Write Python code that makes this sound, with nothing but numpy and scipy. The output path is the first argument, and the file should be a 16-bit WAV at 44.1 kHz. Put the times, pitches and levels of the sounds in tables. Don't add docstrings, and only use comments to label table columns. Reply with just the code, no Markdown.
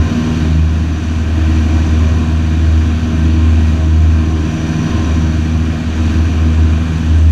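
import sys
import numpy as np
from scipy import signal
from scipy.fft import rfft, irfft, next_fast_len
from scipy.io import wavfile
from scipy.ndimage import uniform_filter1d

SR = 44100
rng = np.random.default_rng(int(sys.argv[2]) if len(sys.argv) > 2 else 0)


def bounce(signal):
    frames = np.transpose(np.atleast_2d(signal))
    limited = np.clip(frames, -1, 1)
    pcm = np.round(limited * 32767).astype(np.int16)
    wavfile.write(sys.argv[1], SR, pcm)


N = 322371

# time in seconds, firing rate in Hz.
FIRING_RATE = [(0, 78.96), (1.0, 79.22), (2.0, 79.22), (3.7, 79.5), (5.4, 79.16), (6.6, 79.63),
               (7.31, 79.53)]
# time in seconds, mean level in dB rms.
BOOM_SWELL = [(0.0, -7), (0.12, -27.5), (0.55, -12.5), (0.82, -11), (0.94, -18), (1.12, -13), (1.41, -11.5),
              (1.72, -13.5), (1.95, -12.0), (2.52, -13.0), (2.68, -8.5), (3.06, -17), (3.36, -10.5),
              (3.96, -13), (4.06, -10.5), (4.24, -11.5), (4.5, -18.5), (4.8, -22), (5.01, -15),
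              (5.46, -14.5), (5.56, -21), (5.68, -14.5), (5.82, -18.5), (6.24, -12), (6.76, -11.5),
              (6.94, -15.5), (7.14, -8.5), (7.3, -8)]
SECOND_SWELL = [(0.0, -27), (0.22, -19), (0.55, -18.0), (0.76, -27), (0.94, -26.5), (1.17, -35),
                (2.38, -21.5), (2.88, -28.5), (3.1, -23.5), (3.24, -22.0), (3.6, -33), (3.78, -25.0),
                (4.62, -21.5), (4.74, -19), (4.86, -16.5), (4.99, -34), (5.2, -19.5), (5.76, -25),
                (5.94, -33.5), (6.96, -20), (7.2, -34.5), (7.3, -24)]
THIRD_SWELL = [(0.0, -22), (0.34, -18.5), (0.7, -30.5), (1.17, -25.5), (1.26, -32.5), (1.98, -21.5),
               (2.74, -25.5), (2.94, -21), (3.72, -22), (3.96, -30), (4.24, -21), (4.44, -27.5),
               (5.68, -21.5), (6.34, -28.0), (6.46, -21.5), (6.82, -25), (7.18, -27.5), (7.3, -43)]
FOURTH_SWELL = [(0.0, -37), (0.24, -25), (0.7, -34.5), (0.88, -28.5), (1.08, -36), (1.5, -29.5),
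                (1.86, -26.5), (2.01, -33.5), (3.4, -27), (3.66, -37), (3.82, -29), (4.89, -28.0),
                (5.88, -35.5), (6.0, -29.5), (7.02, -34.0), (7.3, -42)]
# multiple of the firing rate, mean level in dB rms.
WEAK_ORDERS = [(.25, -36), (.5, -38.5), (.75, -48), (1.25, -26.5), (1.5, -55), (1.75, -39.5), (2.25, -36.5),
               (2.5, -57), (2.75, -40), (3.25, -37.5), (3.75, -43.5), (4.25, -41.5), (4.75, -44),
               (5, -43.5), (6, -47.5), (7, -50.5), (8, -47.5), (9, -49), (10, -53), (12, -50.5),
               (13, -49.5), (13.25, -49), (14, -53)]
# frequency in Hz, relative level in dB, 60 dB decay time in seconds.
TRIM_MODES = [(5200, -4, .008), (7700, 0, .008), (8500, 0, .008), (11400, 7, .006), (12800, 5, .005)]
# time in seconds, level in dB rms.
RUSH_LEVEL = [(0.0, -29.0), (0.22, -28.5), (0.42, -28), (0.6, -32.0), (0.96, -32), (1.78, -29.0),
              (2.4, -30.5), (3.66, -30), (3.9, -31.5), (5.16, -28.5), (5.28, -30.0), (5.88, -31),
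              (6.1, -29.0), (6.24, -30.0), (7.18, -31), (7.3, -33)]
# time in seconds, level in dB rms.
WHISTLE_LEVEL = [(0.0, -47), (0.42, -47), (0.64, -53), (2.04, -48.0), (2.32, -50.5), (3.18, -47.0),
                 (3.36, -52), (4.08, -51), (4.44, -46), (4.66, -50), (4.77, -43.5), (5.86, -53),
                 (6.16, -48), (7.3, -51)]
# frequency in Hz, relative density in dB per Hz.
RUSH_SPECTRUM = [(300, -4.5), (430, -5), (600, -5), (900, -6), (1300, -6), (1850, -6), (2800, -9),
                 (4400, -14.5), (5200, -22.5), (6300, -17.5), (8300, -31.5), (9800, -35), (11700, -37.5),
                 (15300, -52.5)]
WHISTLE_SPECTRUM = [(5500, -20), (5740, -8), (5880, 3.5), (5990, -1), (6120, -14), (6300, -27)]
RUMBLE_SPECTRUM = [(14, -25), (30, -21), (50, -21), (64, -20.5), (74, -1.5), (88, -6), (108, -6.5),
                   (130, -11), (190, -10.5), (230, -10), (280, -10.5), (310, -10), (345, -20.5), (520, -38)]
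# centre in Hz, width in Hz (two standard deviations), height in dB.
CABIN_RESONANCES = [(686, 65, 5.5), (856, 110, -2.5), (1032, 29, 0), (1570, 74, 5.5), (1596, 30, -5),
                    (1910, 39, 5.5), (2010, 168, -8.5), (2220, 150, -3.5), (2416, 140, 4),
                    (3600, 110, -2.5), (4094, 185, -4.5), (6560, 60, -1), (11000, 200, 1), (13800, 900, 1)]

# spread in dB, levels per second; phase sway in radians
FLUTTER_DB, FLUTTER_PER_S = (1.97, 1.75, 1.1, 2.6), 12
PHASE_SWAY_RAD = (0.39, 0.24, 0.15, 0.33)
WHISTLE_WAVER_DB, HIGH_WAVER_DB, WAVER_PER_S = 1.5, 2, 6
RATTLE_FROM_DB, TICK_DB, TICK_DB_PER_DB, TICK_SCATTER_DB = -8.5, -40, 5, 4
TICK_BRIGHT_DB, BRIGHT_SCATTER_DB = -18, 3.5
TICK_SAMPLES = 800
TOP_HZ = 14950


def undb(db):
    return 10 ** (np.asarray(db) / 20)


def walk(rate):
    hold = int(SR / rate)
    steps = np.repeat(rng.standard_normal(N // hold + 1), hold)
    return 1.13 * uniform_filter1d(uniform_filter1d(steps, hold), hold)[:N]


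def curve(table):
    seconds, values = np.transpose(table)
    return np.interp(np.arange(N) / SR, seconds, values)


def tone(firings, order, db, sway_rad, rate):
    phase = 2 * np.pi * (order * firings + rng.random()) + sway_rad * walk(rate)
    return np.sqrt(2) * undb(db) * np.sin(phase)


def engine(firings, swells_db, swing_db):
    out = np.zeros(N)
    for k, (swell_db, flutter_db, sway_rad) in enumerate(zip(swells_db, FLUTTER_DB, PHASE_SWAY_RAD)):
        db = swell_db + flutter_db * walk(FLUTTER_PER_S)
        out += tone(firings, k + 1, db, sway_rad, 5)
    shared_waver_db = HIGH_WAVER_DB * walk(WAVER_PER_S)
    for order, mean_db in WEAK_ORDERS:
        blur = min(order / 6, 1)
        own_waver_db = (1.07 + 3.2 * blur) * walk(14)
        db = mean_db + 1.4 * swing_db + blur * shared_waver_db + own_waver_db
        out += tone(firings, order, db, 0.32 + 2.12 * blur, 13)
    return out


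def tick(hardness, brightness, detuning):
    t = np.arange(TICK_SAMPLES) / SR
    bright_db = TICK_BRIGHT_DB + BRIGHT_SCATTER_DB * brightness
    ring = np.zeros(TICK_SAMPLES)
    for (hz, db, t60), detune in zip(TRIM_MODES, detuning):
        gain = undb(db + bright_db * (hz > 1e4))
        ring += gain * np.sin(2 * np.pi * hz * (1 + 0.027 * detune) * t) * 1000. ** (-t / t60)
    soft_onset = 1 - np.exp(-t / .0004)
    return undb(TICK_SCATTER_DB * hardness) * ring * soft_onset


def trim(firings, boom_db):
    out = np.zeros(N + TICK_SAMPLES)
    for at in np.flatnonzero(np.diff(np.floor(firings))):
        over_db = boom_db[at] - RATTLE_FROM_DB
        if over_db < 0:
            continue
        hardness, brightness, *detuning = rng.standard_normal(2 + len(TRIM_MODES))
        gain = undb(TICK_DB + TICK_DB_PER_DB * over_db)
        out[at:at + TICK_SAMPLES] += gain * tick(hardness, brightness, detuning)
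    return out[:N]


def gusty_noise(shape, resonances, flicker, rate, width, ripple_db=0):
    size = next_fast_len(N)
    hz = np.maximum(np.arange(size // 2 + 1) * SR / size, 1.)
    corner_hz, corner_db = np.transpose(shape)
    db = np.interp(np.log(hz), np.log(corner_hz), corner_db, left=-90, right=-90)
    for centre, wide, lift_db in resonances:
        db = db + lift_db * np.exp(-.5 * (2 * (hz - centre) / wide) ** 2)
    ripple = np.interp(hz / 45, np.arange(600), rng.standard_normal(600))
    db = db + ripple_db * np.clip(hz / 2500 - 1, 0, 1) * ripple
    spectrum = rfft(rng.standard_normal(size)) * undb(db)
    place = np.log2(hz / corner_hz[0]) / width
    out = np.zeros(N)
    for k in range(int(np.log2(corner_hz[-1] / corner_hz[0]) / width) + 2):
        crossfade = np.clip(1 - abs(place - k), 0, 1)
        band = irfft(spectrum * crossfade, size)[:N]
        out += band * undb(flicker * (1.5 + 0.047 * k) * walk(rate))
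    return out / np.std(out)


def slipstream(firings, rush_db, swing_db, whistle_db):
    beat = np.cos(2 * np.pi * firings) + 0.87 * np.cos(4 * np.pi * firings) + .6 * np.cos(np.pi * firings)
    rush = gusty_noise(RUSH_SPECTRUM, CABIN_RESONANCES, flicker=0.27, rate=8, width=0.39, ripple_db=2.5)
    rush = rush * (1 + 0.045 * beat) * undb(rush_db + 0.36 * walk(9.9))
    whistle = gusty_noise(WHISTLE_SPECTRUM, [], flicker=2.0, rate=8.7, width=.3)
    whistle = whistle * (1 + 0.13 * beat) * undb(whistle_db + WHISTLE_WAVER_DB * walk(WAVER_PER_S))
    rumble = gusty_noise(RUMBLE_SPECTRUM, [], flicker=1.0, rate=2.68, width=0.67)
    rumble = rumble * undb(-21.0 + 0.96 * swing_db)
    return rush + whistle + rumble


def scene():
    firings = np.cumsum(curve(FIRING_RATE)) / SR
    swells_db = [curve(table) for table in (BOOM_SWELL, SECOND_SWELL, THIRD_SWELL, FOURTH_SWELL)]
    rush_db = curve(RUSH_LEVEL)
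    swing_db = rush_db - np.mean(rush_db)
    drone = engine(firings, swells_db, swing_db)
    ticks = trim(firings, swells_db[0])
    air = slipstream(firings, rush_db, swing_db, curve(WHISTLE_LEVEL))
    return (drone + ticks + air)[None]


def record(dry):
    rounded = np.tanh(0.72 * dry) / 0.67
    low_pass = signal.ellip(8, .2, 70, TOP_HZ, fs=SR, output="sos")
    return signal.sosfilt(low_pass, rounded)


dry = scene()
out = record(dry)
bounce(out)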